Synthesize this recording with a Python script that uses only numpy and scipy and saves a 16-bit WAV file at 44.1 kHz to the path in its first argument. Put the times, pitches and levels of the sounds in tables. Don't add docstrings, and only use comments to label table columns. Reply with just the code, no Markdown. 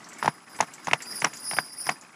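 import sys
import numpy as np
from scipy import signal
from scipy.fft import rfft, irfft, next_fast_len
from scipy.io import wavfile
from scipy.ndimage import uniform_filter1d, map_coordinates

SR = 44100
rng = np.random.default_rng(int(sys.argv[2]) if len(sys.argv) > 2 else 0)


def materialize(psi):
    bounded = np.clip(np.atleast_2d(psi).T, -1, 1)
    quanta = np.round(bounded * 32767).astype(np.int16)
    wavfile.write(sys.argv[1], SR, quanta)


N = 94815
T = np.arange(N) / SR

# t/s, hollow f/Hz, hollow level/dB, wall f/Hz, wall level/dB, thud level/dB
HOOF_CONTACTS = [(0.2271, 1100, -23.5, 1410, -19, -44), (0.2455, 760, -20, 1360, -24, -34.5),
                 (0.258, 894, -16.5, 1930, -25, -29.5), (0.2779, 961, -6.5, 1910, -15, -23.5),
                 (.5890, 820, -39, 2060, -35, -39), (.6040, 929, -8.5, 1830, -19, -61),
                 (0.6079, 696, -14.5, 2370, -20.5, -34), (0.6252, 970, -26.5, 1850, -28.5, -37.5),
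                 (.8708, 930, -25.5, 2100, -25, -36), (0.8821, 916, -17.5, 1980, -42, -60),
                 (0.9122, 880, -49, 2300, -19, -32.5), (0.9326, 1013, -10, 2130, -11, -38),
                 (.9349, 707, -13.5, 2880, -11, -44), (1.22, 830, -22, 2170, -19.5, -41),
                 (1.2431, 735, -14.5, 1760, -23.5, -35), (1.2445, 1140, -13, 2120, -31, -56),
                 (1.2468, 716, -58, 2100, -14.5, -35.5), (1.2525, 1050, -19.5, 2190, -20, -41),
                 (1.2665, 940, -25, 1900, -30, -61), (1.5119, 870, -31, 2230, -25, -45),
                 (1.533, 845, -25.5, 1800, -31, -43), (1.567, 950, -30, 2360, -30, -37),
                 (1.5863, 835, -16, 1744, -10.5, -35.5), (1.868, 880, -36, 1880, -27, -43.5),
                 (1.8907, 810, -14, 2170, -18, -50), (1.8934, 784, -19.5, 2150, -15, -51),
                 (1.913, 820, -38, 1900, -46, -64)]
# pitch ratio, level/dB, swell/s
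KNOCK_MODES = [(0.991, 0.5, 0.0014), (1.4, -14.5, 0.002)]
# pitch ratio, level/dB, swell/s
CLACK_MODES = [(0.916, 4, 0.00061), (1.2, -11.5, 0.0017), (0.677, 1, 0.00038)]
# f/Hz, level/dB, swell/s
GROUND_MODES = [(154.3, -3.5, 0.008), (257, -1, 0.0039), (473, 3, 0.0018)]
# f/Hz, level/dB
TAIL_SPECTRUM = [(60, -36), (250, -0.5), (520, -6), (900, 11.5), (2300, 0), (3500, -4), (6500, -9),
                 (14000, -31)]
# f/Hz, level/dB
ECHO_SPECTRUM = [(90, -34), (150, 8.5), (350, -5.5), (900, -0.5), (2200, -5.5), (7000, -66)]
# t/s, level/dB
GRIT_CRACKS = [(0.259, -17), (0.608, -3), (0.8704, -18), (0.9324, -10), (0.9333, -16), (1.217, -20),
               (1.2459, -4), (1.8678, -21), (1.894, -12.5)]
# f/Hz, level/dB
GRIT_SPECTRUM = [(100, -76), (2200, 8), (4000, -22), (5600, 3.5), (6400, 3.5), (7800, -9.5), (10000, -15.5),
                 (15000, -49)]
# t/s, f/Hz, level/dB
BUCKLE_HITS = [(0.042, 5720, -44), (0.0876, 7800, -42.5), (0.131, 7300, -44), (.185, 7860, -43),
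               (0.5458, 2180, -43.5), (0.5615, 7800, -44), (0.736, 7520, -38.5), (0.845, 6800, -41),
               (1.0038, 2220, -38), (1.021, 7230, -34.5), (1.2013, 7500, -38.5), (1.331, 2320, -39.5),
               (1.335, 6850, -37), (1.3702, 7000, -38.5), (2.0112, 6840, -47)]
# pitch ratio, level/dB
BUCKLE_MODES = [(.8, -3), (0.998, 4.5), (1.13, -16), (1.48, -15)]
# f/Hz, level/dB, time to fade by 60 dB/s
METAL_MODES = [(4885, -3, .22), (4975, -6, .04), (5085, -5, .1), (5460, -6, .07), (9715, -2, .11),
               (9795, -2, .1), (9880, -8, .03), (10580, -6, .07), (10700, -4, .07), (10850, -12, .04),
               (13330, -10, .06), (13500, -17, .04)]
# t/s, level/dB
JINGLE_CURVE = [(0, -62), (.12, -75), (.24, -44), (.34, -56.5), (.45, -65), (.55, -49.5), (.78, -63),
                (.89, -52.5), (1.0, -53), (1.08, -44.5), (1.16, -35.5), (1.24, -42), (1.30, -52.5),
                (1.40, -44.5), (1.48, -35.5), (1.575, -33.5), (1.62, -45.5), (1.765, -46.5), (1.795, -40.5),
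                (1.89, -37), (1.98, -58), (2.15, -67.5)]
# f/Hz, level/dB
RATTLE_SPECTRUM = [(500, -50), (3500, -28), (5000, 13), (6500, 0), (8500, -6), (10200, -5.5), (11500, -43),
                   (15000, -40)]
# t/s, f/Hz, level/dB
METAL_STRIKES = [(1.022, 4660, -45), (1.073, 4900, -35), (1.474, 9710, -27.5), (1.512, 5440, -35),
                 (1.57, 4868, -31), (1.783, 9700, -30.5)]
# f/Hz, level/dB
ROLL_SPECTRUM = [(30, -1), (70, -18), (110, -1.5), (170, 6), (300, 7), (500, -1), (1200, 5), (2100, -3.5),
                 (3500, -11), (7800, -8.5), (15000, -46)]
# t/s, level/dB
BACKGROUND_LEVEL = [(0, -50.5), (.2, -47.5), (.32, -52), (.45, -54.5), (.55, -49.5), (.97, -51),
                    (1.15, -46), (1.3, -50.5), (1.5, -49), (1.62, -51), (1.76, -54), (1.87, -48.5),
                    (2.0, -53.5)]
# f/Hz, level/dB
CRUNCH_SPECTRUM = [(700, -1), (2100, 12), (3800, -7), (7500, -12), (10000, -16)]
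# f/Hz, level/dB
WAVER_SPECTRUM = [(3, -11), (25, -0.5), (150, -66)]


def hooves():
    sole_hz, sole_db = 887, -24.5
    tail_db, echo_db = -19.5, -34
    tones, tail_power, echo_power = np.zeros((3, N))
    for s, hollow_hz, hollow_db, wall_hz, wall_db, thud_db in HOOF_CONTACTS:
        for ratio, db, swell_s in KNOCK_MODES:
            add(tones, s, amp(hollow_db + db) * knock(s, hollow_hz * ratio, swell_s))
        for ratio, db, swell_s in CLACK_MODES:
            add(tones, s, amp(wall_db + db) * knock(s, wall_hz * ratio, swell_s))
        for hz, db, swell_s in GROUND_MODES:
            add(tones, s, amp(thud_db + db) * knock(s, hz, swell_s))
        add(tones, s, amp(hollow_db + sole_db) * knock(s, sole_hz, swell_s=0.0055))
        strength = amp(hollow_db) + amp(wall_db)
        add(tail_power, s, (strength ** 0.44 * burst(s, rise_s=0.00089, fall_s=0.0065)) ** 2)
        add(echo_power, s, (strength ** 0.28 * swell(s, swell_s=0.0068)) ** 2)
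    tails = amp(tail_db) * np.sqrt(tail_power) * noise(TAIL_SPECTRUM)
    echoes = amp(echo_db) * np.sqrt(echo_power) * noise(ECHO_SPECTRUM)
    return tones + tails + echoes


def grit():
    loudness = np.zeros(N)
    for s, db in GRIT_CRACKS:
        crack = burst(s, rise_s=0.00085, fall_s=0.0011)
        tail = amp(-37) * burst(s, rise_s=0.00042, fall_s=0.02)
        add(loudness, s, amp(db) * (crack + tail))
    return loudness * noise(GRIT_SPECTRUM)


def harness_jingle():
    hits = clicks(per_s=2800, spread_db=4.0)
    shimmer = np.zeros(N)
    for hz, db, fade_s in METAL_MODES:
        tone = ring(hits * rng.standard_normal(N), hz, fade_s)
        shimmer += amp(db) * rms_one(ring(tone, hz, fade_s=0.003))
    shimmer /= np.sqrt(uniform_filter1d(shimmer ** 2, size=600) + 1e-3)
    loudness = level(JINGLE_CURVE) * waver(depth_db=2)
    rattle = amp(-11.5) * noise(RATTLE_SPECTRUM)
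    return loudness * (pass_by(shimmer) + rattle)


def metal_strikes():
    out = np.zeros(N)
    for s, hz, db in METAL_STRIKES:
        note = np.sin(2 * np.pi * hz * since(s))
        add(out, s, amp(db) * burst(s, rise_s=0.001, fall_s=0.045) * note)
    return out


def buckle_clinks():
    out = np.zeros(N)
    for s, hz, db in BUCKLE_HITS:
        loudness = amp(db) * burst(s, rise_s=0.00027, fall_s=0.014)
        metal = np.zeros_like(loudness)
        for ratio, mode_db in BUCKLE_MODES:
            shaking = rng.standard_normal(len(metal))
            metal += amp(mode_db) * rms_one(ring(shaking, hz * ratio, fade_s=0.0039))
        add(out, s, loudness * rms_one(metal))
    return out


def wheels():
    grains_per_s, ring_cycles, crunch_db = 410, 56, -4
    grain_hz, grain_db = np.transpose(CRUNCH_SPECTRUM)
    pitches = np.geomspace(grain_hz[0], grain_hz[-1], 24)
    grains = np.zeros(N)
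    for hz in pitches:
        hits = clicks(grains_per_s / len(pitches), spread_db=0.0)
        grains += amp(np.interp(hz, grain_hz, grain_db)) * ring(hits, hz, ring_cycles / hz)
    crunch = amp(crunch_db) * rms_one(cut_bass(grains, hz=500))
    return level(BACKGROUND_LEVEL) * waver(depth_db=1.38) * (noise(ROLL_SPECTRUM) + crunch)


def pass_by(sound):
    horse_m_per_s, sound_m_per_s, nearest_m, passing_s = 3.3, 343, 4.0, 1.0
    distance_m = np.hypot(nearest_m, horse_m_per_s * (T - passing_s))
    delay_s = (distance_m - nearest_m) / sound_m_per_s
    return map_coordinates(sound, [(T - delay_s) * SR], order=5, mode="mirror")


def amp(db):
    return 10 ** (np.asarray(db) / 20)


def rms_one(x):
    return x / np.sqrt(np.mean(x ** 2) + 1e-20)


def noise(spectrum):
    hz, db = np.transpose(spectrum)
    size = next_fast_len(N)
    f = np.maximum(np.fft.rfftfreq(size, 1 / SR), 1)
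    gain = amp(np.interp(np.log(f), np.log(hz), db))
    white = rfft(rng.standard_normal(N), size)
    return rms_one(irfft(white * gain, size)[:N])


def level(curve):
    return amp(np.interp(T, *np.transpose(curve)))


def waver(depth_db):
    return amp(depth_db * noise(WAVER_SPECTRUM))


def since(s):
    return (np.arange(8192) + np.ceil(s * SR)) / SR - s


def burst(s, rise_s, fall_s):
    return (1 - np.exp(-since(s) / rise_s)) * np.exp(-since(s) / fall_s)


def swell(s, swell_s):
    age = since(s) / swell_s
    return age * np.exp(1 - age)


def knock(s, hz, swell_s):
    return swell(s, swell_s) ** 2 * np.sin(2 * np.pi * hz * since(s))


def clicks(per_s, spread_db):
    sizes = amp(spread_db * np.minimum(rng.exponential(1, N), 4))
    signs = rng.choice([-1, 1], N)
    return sizes * signs * (rng.random(N) < per_s / SR)


def ring(hits, hz, fade_s):
    decay = np.exp(-np.log(1000) / (fade_s * SR))
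    angle = 2 * np.pi * hz / SR
    return signal.lfilter([0, np.sin(angle)], [1, -2 * decay * np.cos(angle), decay ** 2], hits + 1e-18)


def cut_bass(sound, hz):
    return signal.sosfilt(signal.butter(2, hz, "high", fs=SR, output="sos"), sound)


def add(out, s, sound):
    i = int(np.ceil(s * SR))
    out[i:i + len(sound)] += sound[:N - i]


def scene():
    return (hooves() + grit() + buckle_clinks() + harness_jingle() + metal_strikes() + wheels())[None]


def record(dry):
    top_hz = 15700
    treble_cut = signal.cheby2(12, 70, top_hz, fs=SR, output="sos")
    return signal.sosfilt(treble_cut, cut_bass(dry, hz=75))


dry = scene()
out = record(dry)
materialize(out)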